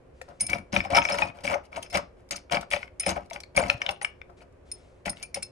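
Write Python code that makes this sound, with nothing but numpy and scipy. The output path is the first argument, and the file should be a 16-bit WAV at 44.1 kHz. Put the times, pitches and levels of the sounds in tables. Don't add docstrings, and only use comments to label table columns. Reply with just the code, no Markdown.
import sys
import numpy as np
from scipy import signal
from scipy.fft import rfft, irfft, next_fast_len
from scipy.io import wavfile
from scipy.ndimage import uniform_filter1d

SR = 44100
rng = np.random.default_rng(int(sys.argv[2]) if len(sys.argv) > 2 else 0)


def voltage_ratio(decibels):
    exponent = np.asarray(decibels, float) / 20
    return 10 ** exponent


def waveform_to_disk(signal):
    frames = np.transpose(np.atleast_2d(signal))
    scaled = np.clip(frames, -1, 1) * 32767
    samples = np.round(scaled).astype(np.int16)
    wavfile.write(sys.argv[1], SR, samples)


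N = 243299

# t/s, peak level/dB, f/Hz
KNOCKS = [(0.2143, -31, 1810), (0.5003, -26, 2120), (0.5320, -15.5, 2290), (0.7317, -27.5, 1760),
          (0.7636, -8, 2450), (0.9702, -8.5, 2270), (0.9856, -10.5, 2310), (1.0187, -17.5, 2560),
          (1.0873, -18, 2460), (1.1453, -24, 1790), (1.2208, -13, 2530), (1.518, -28, 2100),
          (1.5405, -18.5, 2164), (1.8298, -32, 3170), (1.9721, -18.5, 2060), (2.5225, -21.5, 3040),
          (2.7636, -20.5, 2590), (2.83, -23.5, 2160), (3.008, -32, 2480), (3.0357, -27, 2520),
          (3.437, -37.5, 2260), (3.5771, -18, 1780), (3.6372, -22.5, 2160), (3.6994, -6.5, 2546),
          (3.8175, -14.5, 2250), (3.8638, -15.5, 3010), (3.8907, -14, 2725), (4.0153, -24.5, 1920),
          (5.0804, -19.5, 2025), (5.236, -38, 2400)]
# t/s, peak level/dB
TAPS = [(0.4946, -25), (0.5834, -34.5), (0.7412, -25.5), (0.8041, -18), (0.85, -28), (0.9094, -30),
        (0.955, -13.5), (0.997, -25.5), (1.0254, -22.5), (1.0524, -16), (1.1104, -22.5), (1.1859, -20),
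        (1.4767, -17.5), (1.4985, -25), (1.7287, -36), (1.766, -31.5), (1.9491, -16.5), (2.5448, -17),
        (2.5704, -15), (2.7132, -21.5), (2.736, -9.5), (3.0645, -17.5), (3.12, -32), (3.1763, -32.5),
        (3.31, -32), (3.3615, -25.5), (3.5762, -9), (4.0473, -12.5), (4.2158, -32.5), (5.058, -21.5)]
# t/s, belly ring level/dB, rim ring level/dB, chip level/dB
CLINKS = [(0.4071, -29, -10.5, -26), (0.466, -37.5, -22, -29), (0.7382, -44.5, -33, -37.5),
          (0.948, -25, -49.5, -24), (0.9665, -20.5, -26.5, -37), (1.0495, -37.5, -51.5, -36.5),
          (1.1206, -25, -31.5, -40.5), (1.4528, -60, -38, -28.5), (1.8269, -56, -40, -28),
          (1.907, -44, -44, -41), (1.972, -40, -62.5, -18.5), (2.3095, -67.5, -37, -16),
          (2.362, -36.5, -37.5, -23), (2.522, -34, -37, -21), (2.7044, -52.5, -34, -30),
          (2.9975, -34, -13.5, -28.5), (3.0621, -26, -20.5, -43), (3.3341, -50.5, -66.5, -29),
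          (3.403, -61.5, -56, -30), (3.5645, -71, -20, -14.5), (3.701, -55, -51.5, -27),
          (3.8176, -36.5, -57, -36.5), (3.9082, -55, -41, -26), (4.0222, -58, -24.5, -41.5),
          (4.049, -54, -33.5, -30), (4.7155, -38, -23, -34), (5.0951, -33, -18.5, -24),
          (5.2278, -42, -28, -24), (5.3439, -27, -23.5, -21), (5.4277, -34, -24.5, -25.5)]
# t/s, crunch level/dB, hollow level/dB, counter level/dB, length/s
TUMBLES = [(0.396, -41.5, -40.5, -41.5, 0.035), (0.484, -38, -34.5, -34, 0.072),
           (0.532, -38.5, -27.5, -39, 0.027), (0.721, -32, -23, -30, 0.056),
           (0.899, -35, -20.5, -33, 0.053), (0.955, -22, -12, -28, 0.022),
           (1.032, -35, -27.5, -46.5, 0.041), (1.088, -28, -14, -47.5, 0.0055),
           (1.104, -34, -25, -35.5, 0.055), (1.173, -35, -22, -57, 0.06), (1.206, -45.5, -35.5, -41, 0.084),
           (1.4345, -35, -28.5, -40, 0.1), (1.482, -48.5, -20, -55.5, 0.064),
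           (1.922, -39.5, -28, -44.5, 0.012), (1.939, -25.5, -17.5, -33.5, 0.033),
           (2.308, -29, -30.5, -40.5, 0.016), (2.508, -28, -19.5, -31.5, 0.049),
           (2.7123, -27.5, -25, -44, 0.043), (3.059, -30.5, -22.5, -35.5, 0.056),
           (3.546, -47, -34.5, -45.5, 0.015), (3.561, -30, -17.5, -29, 0.037),
           (3.613, -39.5, -28, -33, 0.054), (3.8846, -34, -22.5, -44, 0.0077),
           (4.0118, -34.5, -30, -68, 0.0071), (5.052, -32, -28.5, -35, 0.025),
           (5.35, -32, -33.5, -42, 0.017)]
# f/Hz, level/dB
CRUNCH = [(800, -9), (1500, -18.5), (3000, -13), (5000, -5.5), (7000, -16), (10500, -16), (12500, -18.5),
          (15500, -27), (17000, -63.5)]

WALL_HZ = 2290
GRIPPED_S, GRIP_DB = 2.2, -13


def unit(x):
    return x / np.sqrt(np.mean(x ** 2) + 1e-20)


def along(points, hz):
    f, v = np.transpose(points)
    return np.interp(np.log(hz + 1), np.log(f + 1), v)


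def filtered(x, response):
    m = next_fast_len(N + SR // 2)
    return irfft(rfft(x, m) * response(np.fft.rfftfreq(m, 1 / SR)), m)[..., :N]


def resonances(modes):
    def response(f):
        total = 0
        for k, (centre, width, db) in enumerate(modes):
            loss = 1j * f * width
            total = total + (-1) ** k * voltage_ratio(db) * loss / (centre * centre - f * f + loss)
        return total
    return response


def blank(seconds_part):
    return np.zeros(N + SR), np.arange(SR // seconds_part) / SR


def add(out, s, sound):
    out[round(s * SR):][:len(sound)] += sound


def ring(hz, db, t60, rise, t):
    return voltage_ratio(db - 60 * t / t60) * np.sin(2 * np.pi * hz * t) * (1 - np.exp(-t / rise))


def chippings():
    # t/s, peak level/dB
    cracked = [(0.2154, -34), (0.2875, -46.5), (0.4013, -32), (0.4988, -21.5), (1.407, -46), (0.5835, -38),
               (0.7726, -35), (0.85, -38.5), (0.91, -43.5), (1.1, -26.5), (1.1505, -33), (1.0904, -30.5),
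               (1.4451, -32), (1.5439, -31.5), (1.9, -36.5), (1.9285, -31), (1.9435, -29), (2.2895, -44),
               (3.3, -33), (2.6105, -29), (1.2, -34), (4.525, -60.5), (3.26, -50), (2.875, -53.5),
               (3, -26.5), (3.0914, -15), (3.081, -26.5), (1.640, -54), (1.652, -46), (4.30, -58),
               (4.43, -63), (1.516, -31), (1.372, -49), (3.4348, -40.5), (3.683, -32.5), (5.0609, -26.5)]
    return cracked + [(s, chip_db) for s, _, _, chip_db in CLINKS]


def knocks():
    # t/s, peak level/dB, f/Hz
    nicks = [(0.4025, -36, 2150), (0.4105, -32, 2180), (0.4648, -40.5, 2170), (0.8829, -33, 1640),
             (0.9484, -8, 2310), (1.2999, -31.5, 2260), (1.3872, -36, 2350), (1.4524, -19.5, 2370),
             (1.7499, -32, 2330), (1.8622, -34, 2330), (1.9046, -38, 2570), (1.9284, -28.5, 2140),
             (2.3096, -25, 2210), (2.3444, -31, 1390), (2.379, -33, 2310), (2.4977, -28.5, 2350),
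             (2.5326, -17.5, 2290), (2.6304, -22, 1350), (2.8784, -32.5, 2160), (3.014, -36, 2490),
             (3.1617, -27, 2210), (3.3318, -27.5, 3400), (3.4047, -37, 2290), (3.5528, -27, 2290),
             (3.6114, -23, 2300), (3.6621, -26, 2280), (3.7424, -35.5, 2200), (3.9609, -38.5, 2960),
             (4.4064, -42.5, 2297), (4.4199, -40.5, 1300), (5.1307, -30.5, 1920), (5.1701, -33, 2900),
             (5.23, -30, 2350), (5.2464, -45, 2520), (5.3448, -29, 2180), (5.4251, -26, 2310)]
    snap_db = -8
    blows = KNOCKS + [(s, db, WALL_HZ) for s, db in TAPS]
    blows = blows + [(s, db - 11, WALL_HZ) for s, db in chippings()]
    blows = blows + [(s, db - 5.5, hz) for s, db, hz in nicks]
    neighbours = [(.75, -2, .012), (1.02, -19, .035), (1.18, -3, .012), (1.36, -6, .009)]  # ratio, dB, t60 s
    out, t = blank(16)
    for (s, db, hz), luck in zip(blows, rng.standard_normal((len(blows), 4))):
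        life = 0.87 ** (s > GRIPPED_S)
        add(out, s, ring(hz, db + 1.0, 0.017 * life, 0.00036, t))
        add(out, s, ring(1.9 * hz, db + snap_db, 0.0019, 0.000081, t))
        add(out, s, ring(.55 * hz, db + snap_db, 0.015, 0.00068, t))
        for (ratio, side_db, t60), u in zip(neighbours, luck):
            add(out, s, ring(hz * ratio * (1 + 0.11 * u), db + side_db, t60, 0.00055, t))
    return out[:N]


def taps():
    after_rings = [(s, db - 0.026 * abs(hz - WALL_HZ)) for s, db, hz in KNOCKS]
    out, t = blank(6)
    for s, db in after_rings + TAPS:
        add(out, s, ring(WALL_HZ, db - 9.5 + GRIP_DB * (s > GRIPPED_S), 0.058, 0.0011, t))
    return out[:N]


def flutter(size, depth):
    slow = uniform_filter1d(rng.standard_normal(size), size=180)
    return 1 + depth * unit(uniform_filter1d(slow, size=180))


def wall(blows, modes, linger_db):
    out, t = blank(5)
    touches = np.sort([row[0] for row in KNOCKS + TAPS])
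    fade = np.cos(np.pi / 2 * t / t[-1])
    for (s, blow_db), luck in zip(blows, rng.standard_normal((len(blows), len(modes)))):
        swing_db = 5 * luck * (np.arange(len(modes)) > 0)
        touched = np.searchsorted(touches, s + t) - np.searchsorted(touches, s + 0.013)
        damping = voltage_ratio(-6.5 * uniform_filter1d(np.maximum(touched, 0.), size=200))
        waver = flutter(len(t), depth=.22)
        slow_db = blow_db + linger_db + GRIP_DB * (s > GRIPPED_S)
        add(out, s, waver * damping ** .1 * fade * ring(modes[0][0], slow_db, 0.24, 0.0052, t))
        life = np.exp(0.22 * luck[0])
        family = sum(ring(hz, blow_db + db + v, life * t60, 0.00091, t)
                     for (hz, db, t60), v in zip(modes, swing_db))
        add(out, s, damping * waver * family)
    return out[:N]


def belly_ring():
    # f/Hz, level/dB, t60/s
    belly_modes = [(5245, 0, .078), (5272, -9, .1), (5330, -12, .04), (4950, -13, .03), (4230, -11, .04),
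                   (4080, -14, .03), (2620, -14, .04), (2210, -14, .04), (3590, -20, .04),
                   (2400, -16, .045)]
    clinked = [(s, db) for s, db, _, _ in CLINKS]
    grazed = [(s, db - 32) for s, db, *_ in TAPS + KNOCKS]
    return wall(clinked + grazed, belly_modes, linger_db=-9)


def rim_ring():
    # f/Hz, level/dB, t60/s
    rim_modes = [(9228, 0, .062), (9259, -7, .08), (9040, -12, .025), (14400, -20, .04), (6150, -20, .025),
                 (6350, -19, .04), (7000, -24, .03), (7750, -21, .04), (10500, -22, .04)]
    rebound_s, rebound_db = 0.0055, -1.5
    blows = [(s + k * rebound_s, db - 8 + k * rebound_db) for s, _, db, _ in CLINKS for k in range(2)]
    return wall(blows, rim_modes, linger_db=-16)


def pings():
    # t/s, peak level/dB, f/Hz
    facets = [(0.401, -28, 6000), (0.4993, -25, 5880), (0.5312, -34, 5570), (0.5454, -32.5, 5700),
              (0.7384, -28, 5400), (0.7704, -24, 5680), (0.9093, -42, 5800), (0.953, -15, 5400),
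              (0.9687, -15, 5710), (1.0256, -26, 6030), (1.05, -21, 5600), (1.1221, -21.5, 5470),
              (1.4451, -36, 7600), (1.4541, -28, 5850), (1.5434, -28.5, 6000), (1.7634, -35, 6400),
              (1.8282, -31, 6160), (2.31, -22, 7020), (2.3214, -20, 6320), (2.3585, -25, 6000),
              (2.5197, -24, 5730), (2.7122, -31, 5920), (2.9975, -26, 6200), (3.0629, -30, 6090),
              (3.0916, -22, 5900), (3.1044, -19.5, 6310), (3.3318, -29, 5980), (3.4037, -31.5, 5420),
              (3.4348, -30, 4260), (3.5643, -22.5, 6630), (3.5774, -21.5, 5750), (3.6174, -27, 7100),
              (3.685, -35, 5770), (3.6985, -23.5, 5750), (3.8174, -29, 5870), (4.0228, -30.5, 6020),
              (4.0467, -31, 7780), (5.0609, -32.5, 6430), (5.2265, -28.5, 6240), (5.3446, -21.5, 5560),
              (5.424, -27.5, 7700)]
    out, t = blank(16)
    for s, db, hz in facets:
        add(out, s, ring(hz, db - 5, .02, 0.00024, t) + ring(1.07 * hz, db - 9, .02, .0006, t))
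    return out[:N]


def sings():
    # t/s, level/dB, f/Hz, t60/s
    lone_modes = [(.403, -35, 2227, 0.089), (0.441, -42, 2290, 0.21), (.505, -26.5, 2290, 0.1),
                  (0.534, -27, 1510, 0.024), (.733, -23.5, 190, 0.14), (3.702, -28, 1360, 0.04),
                  (.805, -38.5, 5250, 0.096), (.856, -47.5, 5245, 0.14), (.935, -23, 2290, 0.057),
                  (0.973, -25, 1370, .04), (.985, -32, 9230, 0.05), (1.075, -31, 5245, 0.051),
                  (1.093, -32.5, 9230, 0.031), (1.226, -42, 5245, 0.13), (1.224, -13.5, 2494, 0.046),
                  (2.552, -37.5, 5250, 0.056), (3.005, -37, 5190, 0.17), (3.031, -29, 2500, .06),
                  (3.613, -28.5, 2310, 0.077), (3.703, -40, 5200, 0.071), (5.231, -32.5, 2368, 0.056),
                  (5.247, -40, 2570, 0.037), (.532, -18, 2324, 0.047), (.52, -44.5, 9230, 0.2),
                  (.954, -20, 2290, .05), (.970, -24, 2290, 0.044), (1.862, -50.5, 5260, 0.081),
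                  (2.731, -16, 2327, 0.034), (2.999, -33.5, 2210, 0.07), (3.745, -29.5, 120, 0.066),
                  (3.570, -8, 2300, 0.014), (2.320, -23, 2200, 0.016)]
    out, t = blank(5)
    for s, db, hz, t60 in lone_modes:
        add(out, s, ring(hz, db + 1.5, t60, 0.0018, t))
    return out[:N]


def cracks():
    out, t = np.zeros((2, N + SR)), np.arange(SR // 16) / SR
    t60 = np.array([[0.043], [.022]])
    for s, db in chippings():
        puff = voltage_ratio(db + 6.5 - 60 * t / t60) * rng.standard_normal(len(t))
        add(out.T, s, puff.T)

    def colour(f):
        split = np.array([1 / (1 + (f / 15000) ** 6), (f / 15000) ** 4])
        return voltage_ratio(along(CRUNCH, f)) * f ** 2 / (f ** 2 + 3500 ** 2) * split
    return filtered(out[:, :N], colour).sum(axis=0)


def thuds():
    # t/s, peak level/dB, f/Hz
    base_blows = [(0.214, -34.5, 516), (0.53, -28, 541), (0.765, -21, 567), (0.851, -25, 782),
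                  (0.929, -18, 676), (0.947, -12.5, 798), (0.978, -7, 931), (1.091, -27, 693),
                  (1.128, -32, 585), (1.189, -22, 676), (1.22, -16, 853), (1.447, -23, 573),
                  (1.501, -24, 620), (1.53, -49, 547), (1.554, -18, 586), (1.774, -23, 663),
                  (1.95, -16.5, 575), (2.534, -30, 495), (2.576, -23.5, 785), (2.737, -20, 599),
                  (3.065, -16.5, 559), (3.177, -23.5, 582), (3.312, -28.5, 667), (3.578, -14, 571.4),
                  (3.625, -20.5, 601), (3.699, -26, 593), (3.89, -21.5, 795), (4.016, -30.5, 808),
                  (5.066, -25.5, 613), (5.37, -25, 552)]
    # t/s, peak level/dB, f/Hz
    softer_base_blows = [(0.741, -25.5, 556), (0.911, -23, 750), (0.934, -16, 780), (1.099, -22, 703),
                         (2.344, -30.5, 1240), (2.514, -22, 712), (2.629, -34.5, 708), (2.764, -14, 576),
                         (3.089, -12, 570), (3.119, -24.5, 656), (3.163, -22, 569), (3.36, -28, 817),
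                         (3.593, -19.5, 572), (3.665, -26.5, 687), (5.081, -20.5, 797)]
    softer = [(s, db - 8, hz) for s, db, hz in softer_base_blows]
    landings = [(s + .012, db - 12, 617) for s, _, db, _, _ in TUMBLES]
    out, t = blank(8)
    for s, db, hz in base_blows + softer + landings:
        add(out, s, ring(hz, db + 5.0, 0.047, 0.006, t) + ring(1.4 * hz, db + 3.5, 0.022, 0.0023, t))
    return out[:N]


def burst_gains():
    # t/s, crunch level/dB, hollow level/dB, length/s
    settlings = [(0.278, -61, -38.5, 0.032), (0.785, -32.5, -46.5, 0.012), (0.831, -43, -28.5, 0.03),
                 (1.341, -55.5, -42.5, 0.089), (1.632, -56, -54, 0.027), (1.716, -53.5, -38.5, 0.04),
                 (1.758, -31.5, -24, 0.0091), (1.802, -50, -45, 0.059), (2.166, -65.5, -57, 0.046),
                 (2.353, -46.5, -46, 0.026), (2.607, -45, -35, 0.02), (2.759, -48.5, -46.5, 0.087),
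                 (3, -45, -46, 0.059), (3.153, -40.5, -23, 0.014), (3.192, -62.5, -55, 0.068),
                 (3.322, -45, -36, 0.039), (3.349, -51.5, -59.5, 0.014), (3.674, -40, -29, 0.054),
                 (3.765, -52.5, -64, 0.015), (3.798, -49, -34, 0.074), (4.283, -72, -44.5, 0.016),
                 (4.406, -53, -45, 0.016), (5.166, -53.5, -62, 0.04), (5.203, -48.5, -42.5, 0.024)]
    bursts = TUMBLES + [(s, c, h, h - 17, d) for s, c, h, d in settlings]
    gains, t = np.zeros((3, N + SR)), np.arange(SR // 3) / SR
    start = 1 - np.exp(-t / np.array([[.004], [.008], [.015]]))
    t60 = np.array([[.07], [.15], [.25]])
    for s, crunch_db, hollow_db, counter_db, length in bursts:
        after = np.maximum(t - length, 0)
        level_db = np.array([[crunch_db], [hollow_db], [counter_db]]) - 60 * after / t60
        add(gains.T, s, ((voltage_ratio(level_db) * start) ** 2).T)
    return np.sqrt(gains[:, :N])


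def gravel(per_s, spread_db, wet):
    struck = rng.random(N) < per_s / SR
    hits = struck * voltage_ratio(spread_db * rng.standard_normal(N)) * np.sign(rng.standard_normal(N))
    return unit(hits) + wet * rng.standard_normal(N)


def splinters(count, cycles, spread_db):
    u, t = rng.random((count, 2)), np.arange(256)
    step = 2 * np.pi * 1000 * 16 ** u[:, :1] / SR
    decay_db = 60 * t * step / (2 * np.pi * cycles)
    rows = voltage_ratio(spread_db * rng.standard_normal((count, 1)) - decay_db) * np.sin(step * t) * step
    places = (u[:, 1:] * N).astype(int) + t
    return unit(np.bincount(places.ravel(), rows.ravel(), N + 256)[:N])


def grinding():
    # f/Hz, width/Hz, level/dB
    cube_modes = [(1540, 480, -15.5), (2120, 560, 0.5), (2310, 29, 9), (2530, 44, -4), (2910, 560, -1),
                  (5130, 9.9, -5.5), (9230, 20, -4.5)]
    # f/Hz, width/Hz, level/dB
    hollow_modes = [(572.5, 27, 0), (700.8, 28, -1), (822, 44, -8), (927, 65, -7.5), (1240, 340, -8.5)]
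    # f/Hz, width/Hz, level/dB
    counter_modes = [(58.5, 12, 1), (86, 20, 2.5), (187.5, 37, 0), (286.2, 13, -1.5), (333.6, 4.9, -1.5)]
    crunch, hollow, counter = burst_gains()
    chips = splinters(count=16000, cycles=30, spread_db=4.5) + 0.5 * rng.standard_normal(N)
    grit = gravel(per_s=700, spread_db=4.5, wet=.45)
    bite = np.abs(uniform_filter1d(grit ** 2, size=160)) ** 0.36
    bright = voltage_ratio(-9.5) * unit(bite * filtered(chips, lambda f: voltage_ratio(along(CRUNCH, f))))
    cubes = voltage_ratio(4.0) * filtered(crunch * grit, resonances(cube_modes))

    def hollow_tone(f):
        return resonances(hollow_modes)(f) / (1 + 1j * f / 1500) ** 2
    slosh = np.array([gravel(per_s=400, spread_db=3.5, wet=.5) for _ in range(2)])
    dull, unlike = unit(filtered(slosh, hollow_tone))
    boom = unit(filtered(gravel(per_s=120, spread_db=3.0, wet=0.31), resonances(counter_modes)))
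    grind = crunch * bright + cubes + voltage_ratio(-10.0) * hollow * dull
    return grind, voltage_ratio(-2.0) * counter * boom, voltage_ratio(-14.5) * hollow * unlike


def thumps():
    out, t = blank(4)
    for s, _, _, db, _ in TUMBLES:
        add(out, s + .015, ring(189, db - 1, 0.15, 0.0064, t))
    return out[:N]


def sleeve():
    # t/s, level/dB, length/s
    strokes = [
        (0.138, -69.5, 0.59),
        (4.368, -64, 0.082),
        (4.651, -64.5, 0.45),
        (5.16, -56, 0.062),
    ]
    # f/Hz, level/dB per Hz
    cloth = [(900, -1), (2500, -3), (6000, -10), (10000, -13), (12500, -39.5)]
    t, swell = np.arange(N) / SR, np.zeros(N)
    for s, db, length in strokes:
        stroke = np.sin(np.pi * np.clip((t - s) / length, 0, 1) ** 0.4)
        swell += voltage_ratio(db) * np.abs(stroke) ** 1.2
    return swell * unit(filtered(rng.standard_normal(N), lambda f: voltage_ratio(along(cloth, f))))


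def middle(f):
    return 1 / (1 + (f / 5000) ** 6) / (1 + (160 / (f + 1)) ** 4)


def ports(x, lag_s):
    # f/Hz, lead/rad
    phase_lead = [(0, 0), (690, .1), (1120, -3), (1640, -8.9), (2150, -7.3), (2760, -8.7), (3360, -7.5),
                  (4220, -6.9), (7240, -6.5), (9130, -7.6), (10700, -8.1), (12300, -9.3), (16400, -9.5)]
    # f/Hz, left minus right level/dB
    side_lean = [(60, 1), (200, 4.5), (380, 8), (700, 6), (1290, 2), (2380, 6), (4400, 2.5), (8100, .5),
                 (11000, 0)]
    # t/s, left minus right level/dB
    place = [(0.0, -18), (0.18, 7.5), (2.7, 7), (3.8, 7), (4.15, 9), (4.41, 8.5), (5.52, 5.5)]

    def half(f):
        lead = np.interp(f, *np.transpose(phase_lead)) + 2 * np.pi * f * lag_s * middle(f)
        return voltage_ratio(along(side_lean, f) / 2) * np.exp(.5j * lead)
    pair = filtered(x, lambda f: np.array([half(f), 1 / half(f)]))
    pan_db = np.interp(np.arange(N) / SR, *np.transpose(place)) - 5
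    shift = voltage_ratio(np.array([pan_db, -pan_db]) / 2) - 1
    return pair + filtered(pair, middle) * shift


def kitchen(x):
    # f/Hz, t60/s
    room_decay = [(200, 0.19), (1000, .3), (2400, 0.23), (5000, 0.24), (10000, 0.12), (13000, 0.06)]
    hz, t, z = signal.stft(rng.standard_normal((2, SR // 2)), SR, nperseg=256)
    z[1] = z[0] + middle(hz)[:, None] * (z[1] - z[0])
    decay = voltage_ratio(-60 * t / along(room_decay, hz)[:, None])
    tail = signal.istft(z * decay, SR, nperseg=256)[1]
    late = np.pad(x, (150, 0))[None]
    return signal.fftconvolve(late, tail / np.linalg.norm(tail[0]), axes=1)[:, :N]


def hum():
    # f/Hz, level/dB per Hz
    rumble = [(20, -21), (64, -8), (110, -14.5), (243, -21.5), (286, -15.5), (326, -28), (363, -15.5),
              (437, -18.5), (526, -14.5), (764, -26.5), (1500, -34.5), (2400, -39), (3600, -49.5),
              (10500, -56.5), (12500, -68.5), (14000, -100)]
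    # f/Hz, correlation/1
    likeness = [(60, 0.98), (130, 1), (290, 0.21), (640, 0.26), (3000, 0.042)]

    def mid_side(f):
        turn = np.arccos(np.clip(along(likeness, f), -1, 1)) / 2
        return voltage_ratio(along(rumble, f)) * np.array([np.cos(turn), np.sin(turn)])
    mid, side = filtered(rng.standard_normal((2, N)), mid_side)
    line = voltage_ratio(-65.0) * np.sin(2 * np.pi * 360 * np.arange(N) / SR)
    return voltage_ratio(-54.5) * unit(np.array([mid + side, mid - side])) + line


def scene():
    grind, boom, unlike = grinding()
    glass = knocks() + taps() + belly_ring() + rim_ring() + pings() + sings() + thuds()
    chips = cracks()
    room = voltage_ratio(-15.0) * kitchen(glass + chips + grind) * voltage_ratio(np.array([[-1.5], [1.5]]))
    body = ports(glass + boom + thumps() + sleeve() + room, lag_s=0)
    mouth = ports(grind, lag_s=0.00012)
    mouth = mouth + ports(chips, lag_s=0.00025) * voltage_ratio(np.array([[1.6], [-1.6]]))
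    return body + mouth + unlike * np.array([[1], [-1]]) + hum()


def low_pass(x):
    return signal.sosfilt(signal.butter(12, 16810, fs=SR, output="sos"), x)


def record(dry):
    return low_pass(dry)


dry = scene()
out = record(dry)
waveform_to_disk(out)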